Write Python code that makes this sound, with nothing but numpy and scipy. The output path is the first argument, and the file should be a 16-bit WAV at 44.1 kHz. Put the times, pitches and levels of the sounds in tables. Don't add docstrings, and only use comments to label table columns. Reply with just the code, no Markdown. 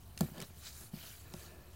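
import sys
import numpy as np
from scipy import signal
from scipy.fft import rfft, irfft, next_fast_len
from scipy.io import wavfile
from scipy.ndimage import uniform_filter1d

SR = 44100
rng = np.random.default_rng(int(sys.argv[2]) if len(sys.argv) > 2 else 0)


def output_pcm(signal):
    pcm = np.clip(np.atleast_2d(signal).T, -1, 1) * 32767
    wavfile.write(sys.argv[1], SR, np.round(pcm).astype(np.int16))


def gain_from_decibels(decibels):
    exponent = np.asarray(decibels, float) / 20
    return 10 ** exponent


N = 77175
TIME_S = np.arange(N) / SR


def rms_one(x):
    return x / np.sqrt(np.mean(x ** 2) + 1e-20)


def at_hz(points, hz):
    point_hz, point_db = np.array(points).T
    return np.interp(np.log(hz), np.log(point_hz), point_db)


def drift(rate_hz):
    pole = np.exp(-80 * np.pi * rate_hz / SR)
    noise = rng.standard_normal(N // 40 + 2002)
    slow = signal.lfilter([1], [1, -2 * pole, pole ** 2], noise)[2000:]
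    return np.interp(np.arange(N) / 40, np.arange(len(slow)), rms_one(slow))


def ring(clicks, hz, t60_s):
    radius = gain_from_decibels(-60 / (t60_s * SR))
    w = 2 * np.pi * hz / SR
    return signal.lfilter([0, np.sin(w)], [1, -2 * radius * np.cos(w), radius ** 2], clicks + 1e-18)


def grains(per_s, spread_db):
    sizes = gain_from_decibels(spread_db * np.minimum(rng.exponential(1, N), 5))
    signs = rng.choice([-1, 1], N)
    return sizes * signs * (rng.random(N) < per_s / SR)


# (frequency [Hz], level [dB], t60 [s])
TABLE_MODES = [(72, -20.5, 0.068), (155.4, -2, 0.14), (193.6, 4, 0.06), (259, -1.5, 0.057), (360, -7, 0.14),
               (481, -10.5, 0.056), (561, -6.5, 0.05), (648.5, -4.5, 0.06), (773, 2.5, 0.016),
               (1101, -4.5, 0.026), (1378, -10, 0.047), (1739, -18.5, 0.092), (2560, -32, 0.048),
               (953, -9.5, 0.026)]
# (time [s], level [dB], contact cut-off [Hz])
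PUSHES = [(0.2073, -27.5, 3000), (0.2111, -23.5, 285), (.2170, -24.5, 245), (0.167, -54.5, 1490),
          (0.232, -41.5, 890), (0.229, -25, 200), (0.252, -29.5, 200), (.284, -46.5, 1510),
          (0.315, -43.5, 290), (0.379, -47, 1500), (0.417, -43.5, 586), (.424, -42, 610),
          (0.502, -54.5, 3000), (0.567, -56.5, 2000), (0.809, -54, 3000), (.836, -57, 3000),
          (0.935, -35.5, 353), (.9395, -41, 201), (0.953, -47, 297), (.969, -51, 1200), (1.034, -53, 2000),
          (1.101, -62, 2530), (1.339, -42, 2480), (1.344, -46, 306), (1.534, -53.5, 304)]


def table_pushes():
    mode_scatter_db, pulse_len = 1.2, 512
    scatter_db = mode_scatter_db * rng.normal(0, 1, (len(PUSHES), len(TABLE_MODES)))
    t = TIME_S[:pulse_len]
    out = np.zeros(N)
    for k, (mode_hz, level_db, t60_s) in enumerate(TABLE_MODES):
        force = np.zeros(N + pulse_len)
        for (start_s, db, cut_hz), own_db in zip(PUSHES, scatter_db[:, k]):
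            pulse = t * np.exp(-2 * np.pi * cut_hz * t)
            force[int(start_s * SR):][:pulse_len] += gain_from_decibels(db - 3 + own_db) * pulse / pulse.sum()
        polarity = (-1) ** max(k - 2, 0)
        out += polarity * gain_from_decibels(level_db) * ring(force[:N], mode_hz, t60_s)
    return out


# (start [s], full [s], end [s], level [dB], contacts [1/s])
SLIDES = [
    (0.323, 0.426, 0.453, -52, 2700),
    (0.792, 0.817, .85, -62.5, 1800),
    (1.006, 1.036, 1.12, -69, 960),
    (1.227, 1.526, 1.85, -61, 22000),
]
SLIDE_TILT = [0.35, .05, .1, 0.067]


def table_slides():
    out = np.zeros(N)
    for (start_s, full_s, end_s, db, per_s), tilt in zip(SLIDES, SLIDE_TILT):
        pressure = np.interp(TIME_S, [start_s, start_s + 0.024, full_s, end_s], [0.022, 0.52, 0.7, 0.035])
        slips = grains(per_s, spread_db=2.5) * pressure
        slide = np.zeros(N)
        for mode_hz, level_db, t60_s in TABLE_MODES:
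            signs = rng.choice([-1, 1], N)
            slide += gain_from_decibels(tilt * level_db) * ring(slips * signs, mode_hz, 0.34 * t60_s)
        active = (TIME_S > start_s) & (TIME_S < end_s)
        out += gain_from_decibels(db) * slide / np.std(slide[active])
    return out


# (time [s], peak level [dB], t60 [s], centre [Hz])
TICKS = [(.1757, -31, .016, 2900), (.2078, -19, .009, 7500), (.2066, -34, .02, 6000),
         (.3803, -39, .016, 3200), (.4020, -31, .011, 3600), (.4152, -32, .013, 3800),
         (.4230, -32, .013, 3400), (1.3380, -32, .009, 3300), (.035, -52, .01, 2500),
         (.1885, -42, .05, 8000), (.232, -44, .012, 9000), (.247, -48, .012, 8000), (.362, -46, .01, 3000),
         (.501, -50, .01, 1500), (.652, -41, .015, 6000), (.809, -42, .015, 6500), (.835, -45, .012, 8000),
         (1.034, -45, .012, 2000), (1.102, -48, .01, 1800)]


def ticks():
    rise_s, width_oct, tail_db, tail_t60_s = 0.0004, 1.9, -20, 0.05
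    size = 4096
    out = np.zeros(N + size)
    t = np.arange(size) / SR
    hz = np.arange(size // 2 + 1) * SR / size + 1
    for start_s, db, t60_s, centre_hz in TICKS:
        band = np.exp(-(np.log2(hz / centre_hz) / width_oct) ** 2)
        tone = rms_one(irfft(rfft(rng.standard_normal(size)) * band, size))
        tone = tone / (0.9 + uniform_filter1d(np.abs(tone), size=24))
        decay = gain_from_decibels(-60 * t / t60_s) + gain_from_decibels(tail_db - 60 * t / tail_t60_s)
        out[int(start_s * SR):][:size] += gain_from_decibels(db - 1) * tone * (1 - np.exp(-t / rise_s)) * decay
    return out[:N]


# (time [s], level [dB], focus [Hz], focus lift [dB])
RUB = [(.17, -63.5, 6000, 1), (0.213, -50, 4030, 1.5), (.29, -56.5, 12000, 1), (.325, -60, 4870, 1),
       (0.426, -57, 2860, 11.5), (0.521, -59.5, 11800, -5.5), (.62, -57, 5100, 5.5),
       (0.67, -53, 4750, 13.5), (0.722, -59, 6460, 6.5), (0.802, -56, 8350, 9), (0.879, -59, 8550, 4),
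       (0.904, -64.5, 6000, 1.5), (0.958, -55, 3780, 3.5), (1.072, -51.5, 4050, 4.5), (1.16, -57, 9300, 4),
       (1.26, -61.5, 3900, 2), (1.432, -56, 5340, 6), (1.57, -63.5, 3700, 2.5)]
# (frequency [Hz], level [dB per Hz])
RUB_COLOUR = [(410, -35), (700, -19), (1010, -39), (1260, 6), (2040, -3), (2980, -6.5), (15800, 0)]
# (frequency [Hz], lift [dB])
SPIKE_RINGS = [(2450, 12), (3030, 10), (3880, 8.5), (4500, 7), (5050, 2), (6640, 1), (8900, -1.5),
               (11800, 0.5)]


def spikes():
    bands, grain_t60_s, focus_oct, ring_oct, patchy_db = 56, 0.0093, 0.93, 0.055, 2.5
    time_s, *columns = np.transpose(RUB)
    level_db, focus_hz, lift_db = [np.interp(TIME_S, time_s, c) for c in columns]
    slips = grains(per_s=14000, spread_db=0)
    dealt = rng.integers(0, bands, N)
    common_db = 0.4 * drift(24.6)
    pitches_hz = 15800 * np.linspace(0.12, 1, bands) ** 1.358
    out = np.zeros(N)
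    for k, (hz, gap_hz) in enumerate(zip(pitches_hz, np.gradient(pitches_hz))):
        rings_db = sum(db * np.exp(-(np.log2(hz / at) / ring_oct) ** 2) for at, db in SPIKE_RINGS)
        focus_db = lift_db * np.exp(-(np.log2(hz / focus_hz) / focus_oct) ** 2)
        band_db = at_hz(RUB_COLOUR, hz) + rings_db + focus_db + common_db + patchy_db * drift(7.5)
        band = rms_one(ring(slips * (dealt == k), hz, grain_t60_s)) * np.sqrt(gap_hz)
        out += band * gain_from_decibels(band_db)
    return gain_from_decibels(level_db) * rms_one(out)


def room(x):
    t60_s, wall_cut_hz = 0.22, 2700
    size = next_fast_len(N + SR)
    w = 2 * np.pi * np.arange(size // 2 + 1) / size
    dull = 1 / (1 + 1j * w * SR / (2 * np.pi * wall_cut_hz))
    response = 0
    for k, lag_s in enumerate(rng.uniform(0.008, 0.037, 10)):
        loop = gain_from_decibels(-60 * lag_s / t60_s) * dull * np.exp(-1j * w * lag_s * SR)
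        response = response + (-1) ** k * loop / (1 - loop)
    return irfft(rfft(x, size) * response, size)[:N]


def coloured(spectrum):
    hz = np.arange(N // 2 + 1) * SR / N + 1e-3
    return rms_one(irfft(rfft(rng.standard_normal(N)) * gain_from_decibels(at_hz(spectrum, hz)), N))


# (frequency [Hz], level [dB per Hz])
RUMBLE = [(15, -75), (25, -16.5), (75, 4), (184, -14), (230, -14.5), (292, -18.5), (413, -18.5), (479, -26),
          (900, -24.5), (1170, -28), (1980, -120)]


def rumble():
    return gain_from_decibels(-56.5 + 0.7 * drift(3)) * coloured(RUMBLE)


# (frequency [Hz], level [dB per Hz])
HISS = [(410, -23), (700, 12.5), (777, -1), (3970, -14), (14200, -44), (15800, 0)]


def hiss():
    return gain_from_decibels(-69) * coloured(HISS)


def scene():
    knock_cut_hz, room_db = 85, -22
    high_pass = signal.butter(2, knock_cut_hz, "high", fs=SR, output="sos")
    knocks = signal.sosfilt(high_pass, table_pushes() + table_slides() + ticks())
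    mono = knocks + gain_from_decibels(room_db) * room(knocks) + spikes() + rumble() + hiss()
    return np.array([mono, mono])


def top_cut(x):
    return signal.sosfilt(signal.butter(12, 16810, fs=SR, output="sos"), x)


def record(dry):
    cutoff_hz, offset = 16150, -0.0006
    low_pass = signal.cheby2(14, 32, cutoff_hz, fs=SR, output="sos")
    mix = signal.sosfilt(low_pass, dry) + offset
    return top_cut(mix)


dry = scene()
out = record(dry)
output_pcm(out)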